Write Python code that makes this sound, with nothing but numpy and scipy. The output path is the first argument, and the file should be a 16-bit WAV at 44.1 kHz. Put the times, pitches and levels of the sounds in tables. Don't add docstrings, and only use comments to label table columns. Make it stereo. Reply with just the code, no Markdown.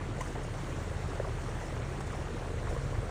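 import sys
import numpy as np
from scipy import signal
from scipy.fft import rfft, irfft, next_fast_len
from scipy.io import wavfile
from scipy.ndimage import uniform_filter1d, map_coordinates

SR = 44100
rng = np.random.default_rng(int(sys.argv[2]) if len(sys.argv) > 2 else 0)


def wrap_up_sound(samples):
    columns = np.atleast_2d(samples).T
    tamed = np.clip(columns, -1, 1)
    steps = np.round(tamed * 32767).astype(np.int16)
    wavfile.write(sys.argv[1], SR, steps)


N = 136710

# t/s, relative roar level/dB, relative spray level/dB
FLOW_LEVELS = [(0.0, -44, -57), (0.76, -43, -54.5), (2.2, -43.5, -55), (2.49, -43.5, -55.5),
               (2.74, -43.5, -54), (3.1, -44, -55.5)]
# f/Hz, relative level/dB
ROAR_TONE = [(45, -3), (88, -32.5), (150, -1), (250, -8.5), (400, -8), (500, -8), (705, -12), (1200, -15),
             (1950, -18), (2520, -23.5), (3500, -27), (4600, -30.5), (5300, -55)]
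# f/Hz, level against the sum/dB
ROAR_DIFFERENCE = [(90, -43), (170, -34), (300, -13.5), (800, -15), (1300, -21), (1400, -56)]
# f/Hz, relative level/dB
SPRAY_TONE = [(2500, -42), (4700, -5), (4950, -3.5), (5400, 0.5), (6800, 1), (8500, -1), (9800, -6.5),
              (10400, -9.5), (10750, -39), (13900, -51), (14300, -10), (15000, -9)]
# f/Hz, level/dB on the same scale as SPRAY_TONE
SPRAY_DIFFERENCE = [(4500, -64), (4700, -4.5), (4950, -7), (5150, -4), (5300, -62), (6200, -38),
                    (6400, -21), (7000, -6), (8500, -2), (11400, -4.5), (15000, -5)]
# t/s, peak level/dB, starting f/Hz, life/cycles, glide (above 0 the pitch rises)
AIR_POCKETS = [(.18, -30.5, 450, 1.7, 0.082), (.189, -34, 596, 3.1, -0.041), (.206, -31.5, 880, 17, 0.17),
               (.207, -33, 1870, 10.4, 0.097), (.211, -42, 3000, 13, -0.04), (.211, -44, 6300, 25, -0.032),
               (0.766, -50, 526, 2.8, 0.045), (1.172, -44, 810, 9, 0.02), (1.198, -23, 710, 6.1, -0.24),
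               (1.198, -34, 1630, 5.6, -0.019), (1.208, -40, 500, 2.5, -0.12),
               (1.245, -36.5, 1320, 14, -0.18), (1.246, -36, 520, 5.5, -0.016),
               (1.271, -33, 590, 5.5, 0.061), (1.273, -35, 422, 2.4, 0.15),
               (1.765, -34.5, 468, 5.2, -0.066), (2.008, -35.5, 1590, 7.7, -0.22),
               (2.131, -38, 1150, 8.5, -0.03), (2.146, -42, 1150, 5.5, 0), (2.148, -35, 690, 6.2, 0),
               (2.301, -34, 433, 6.1, 0), (2.358, -34, 500, 4.7, 0.026), (2.537, -39.5, 470, 6, -0.05),
               (2.683, -36, 1300, 6, -0.17), (2.71, -31, 560, 3.7, 0.048), (2.725, -32.5, 610, 5.4, -0.062),
               (2.751, -39.5, 1000, 7, -0.014), (2.761, -41, 1140, 12, 0.0043),
               (2.763, -32.5, 520, 7.1, -0.075), (2.923, -34, 570, 4.3, -0.16),
               (2.931, -39, 1050, 9.6, -0.015), (3.028, -35.5, 636, 6.3, -0.2)]
# t/s, peak spray boost/dB, peak roar boost/dB, length/s
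WAVE_SLAPS = [(0.205, 10.5, 3.5, 0.009), (0.228, 4.5, -0.2, 0.05), (0.433, 4.5, -1.5, 0.0098),
              (0.763, 1, 0.5, 0.055), (1.437, 2.5, 1.5, 0.005), (1.489, 3.5, 0, 0.0086),
              (1.654, 4, -2.5, 0.006), (2.005, 8, 4, 0.0069), (2.068, 5.5, 1, .006), (2.12, 5, 0.5, .007),
              (2.159, 5.5, -5, 0.0041), (2.689, 2.5, 2, .007), (2.698, 4.5, 2, 0.006)]
# t/s, level/dB
BOOM_LEVELS = [(0, -38.5), (.6, -42), (1.3, -41), (2, -40.5), (2.55, -40), (2.75, -36.5), (3.0, -39),
               (3.1, -47.5)]
# f/Hz, width/Hz, relative level/dB
AIR_RESONANCES = [(52.8, 13.4, -3.5), (71.3, 5.3, 5), (83.2, 15, -0.5), (114.3, 8.4, 4), (135.75, 4, 1.5),
                  (177.2, 25, -13.5)]
# t/s, f/Hz, peak level/dB
WATER_THUDS = [(2.69, 53, -26.5), (2.975, 71, -24.5), (2.1, 107, -27)]
# f/Hz, level/dB, pitch waver/Hz, level waver/dB
HUM_TONES = [(37.3, -42.5, 0.65, -1.5), (83.8, -49.5, 1.49, 4), (114.3, -52.5, 2.64, -0.5),
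             (135.7, -47.5, 1.096, 1.3)]
# t/s, level/dB
WIND_LEVELS = [(0, -88), (2.7, -83), (2.8, -53), (2.87, -82), (2.93, -48.5), (3.1, -58)]
# f/Hz, relative level/dB
WIND_TONE = [(40, -24), (90, -9), (130, 8), (220, 7), (400, -20)]


def roar(level_db, splash_gain):
    pair = patchy_noise(patchy_db=1.18)
    pair[0] += amp(-13.5) * swarm(900, 234, 4270, tilt=0.48, spread_db=11, cycles=4.6, samples=1200)
    pair *= splash_gain * amp(0.18 * wobble(8.82) + 0.16 * wobble(30.52))
    pair[1] *= amp(2.2 * wobble(23.12))
    pair = filtered(pair, lambda hz: gain_at(ROAR_TONE, hz))
    pair[1] = filtered(pair[1], lambda hz: gain_at(ROAR_DIFFERENCE, hz))
    return amp(level_db + 2) * pair / np.std(pair[0])


def spray(level_db, splash_gain, shared=0.52):
    hiss = patchy_noise(patchy_db=1.45)
    hiss[0] += amp(-11) * swarm(3000, 2880, 13840, tilt=0.34, spread_db=24.5, cycles=6.3, samples=100)
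    hiss *= splash_gain * amp(0.36 * wobble(8.31) + 0.47 * wobble(25.65))
    both = filtered(hiss[0], lambda hz: gain_at(SPRAY_TONE, hz))
    blend = np.array([[-1j * np.sqrt(shared)], [np.sqrt(1 - shared)]])
    apart = filtered(hiss, lambda hz: gain_at(SPRAY_DIFFERENCE, hz) * blend).sum(0)
    return amp(level_db - 3) * np.array([both, apart]) / np.std(both)


def gulps(rough_db=1.2, echo_db=-12, echo_fade_s=0.13):
    start_s, db, hz, cycles, glide = np.transpose(AIR_POCKETS)
    rings = bubbles(start_s, hz, amp(db), cycles[:, None], glide[:, None], samples=2500)
    rings *= amp(rough_db * wobble(350))
    tail = rng.standard_normal(SR // 4) * amp(-60 * np.arange(SR // 4) / SR / echo_fade_s)
    delayed = np.pad(rings, (250, 0))
    echo = signal.fftconvolve(delayed, tail / np.linalg.norm(tail))[:N]
    return rings + amp(echo_db) * echo


def splashes():
    gains = np.ones((2, N))
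    for start_s, spray_db, roar_db, length_s in WAVE_SLAPS:
        age = np.clip((np.arange(N) / SR - start_s) / length_s, 0, None)
        burst = 2 * np.e * age * np.exp(-2 * age)
        gains += (amp([[spray_db], [roar_db]]) - 1) * burst
    return gains


def boom():
    def resonances(hz):
        return sum((-1) ** k * amp(db) * 1j * hz * width / (pitch ** 2 - hz ** 2 + 1j * hz * width)
                   for k, (pitch, width, db) in enumerate(AIR_RESONANCES))
    return amp(curves(BOOM_LEVELS)[0]) * unit(filtered(rng.standard_normal(N), resonances))


def thuds():
    start_s, hz, db = np.transpose(WATER_THUDS)
    return bubbles(start_s, hz, amp(db), cycles=2, glide=0, samples=8000)


def hums():
    sound = np.zeros(N)
    for hz, db, waver_hz, waver_db in HUM_TONES:
        gain = np.sqrt(2) * amp(db + waver_db * wobble(2.5))
        turns = np.cumsum(hz + waver_hz * wobble(3.003)) / SR + rng.random()
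        sound += gain * np.sin(2 * np.pi * turns)
    return sound


def wind():
    gain = amp(curves(WIND_LEVELS)[0] + 4.6 * wobble(13))
    return gain * unit(filtered(rng.standard_normal(N), lambda hz: gain_at(WIND_TONE, hz)))


def patchy_noise(patchy_db):
    spectra = signal.stft(rng.standard_normal((2, N)), nperseg=512)[2]
    patches = rng.standard_normal(spectra.shape[1:])
    patches = uniform_filter1d(patches, size=6, axis=0)
    patches = uniform_filter1d(patches, size=8, axis=1)
    return unit(signal.istft(spectra * amp(patchy_db * unit(patches)), nperseg=512)[1][:, :N])


def swarm(count, low_hz, high_hz, tilt, spread_db, cycles, samples):
    when, pitch, luck = rng.random((count, 3)).T
    hz = low_hz * (high_hz / low_hz) ** pitch
    peak = (hz / low_hz) ** tilt * amp(spread_db * luck ** 2)
    return unit(bubbles(when * N / SR, hz, peak, cycles, glide=0.17, samples=samples))


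def bubbles(start_s, hz, peak, cycles, glide, samples):
    t = np.arange(samples) / SR
    age = t * hz[:, None] / cycles
    envelope = np.sqrt(8 * np.e) * age * np.exp(-4 * age * age)
    rings = peak[:, None] * envelope * np.sin(2 * np.pi * hz[:, None] * t * (1 + glide * age))
    places = (start_s * SR).astype(int)[:, None] + np.arange(samples)
    return np.bincount(places.ravel(), rings.ravel(), N + samples)[:N]


def amp(db):
    return 10 ** (np.asarray(db) / 20)


def unit(x):
    return x / np.sqrt(np.mean(x ** 2) + 1e-20)


def gain_at(points, hz):
    f, db = np.transpose(points)
    return amp(np.interp(np.log(hz + 1), np.log(f + 1), db, left=-120, right=-120))


def curves(rows):
    times, *columns = np.transpose(rows)
    return [np.interp(np.arange(N) / SR, times, column) for column in columns]


def wobble(rate):
    return map_coordinates(rng.standard_normal(int(N * rate / SR) + 4), [np.arange(N) * rate / SR])


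def filtered(x, response):
    size = next_fast_len(N + SR // 2)
    return irfft(rfft(x, size) * response(np.fft.rfftfreq(size, 1 / SR)), size)[..., :N]


def scene():
    roar_db, spray_db = curves(FLOW_LEVELS)
    spray_gain, roar_gain = splashes()
    both, apart = roar(roar_db, roar_gain) + spray(spray_db, spray_gain)
    both += boom() + thuds() + hums() + gulps()
    apart += wind()
    return np.array([both + apart, both - apart])


def record(dry, low_cut_hz=12, top_hz=15020):
    return filtered(dry, lambda hz: (hz < top_hz) / np.sqrt(1 + (low_cut_hz / (hz + 1)) ** 12))


dry = scene()
out = record(dry)
wrap_up_sound(out)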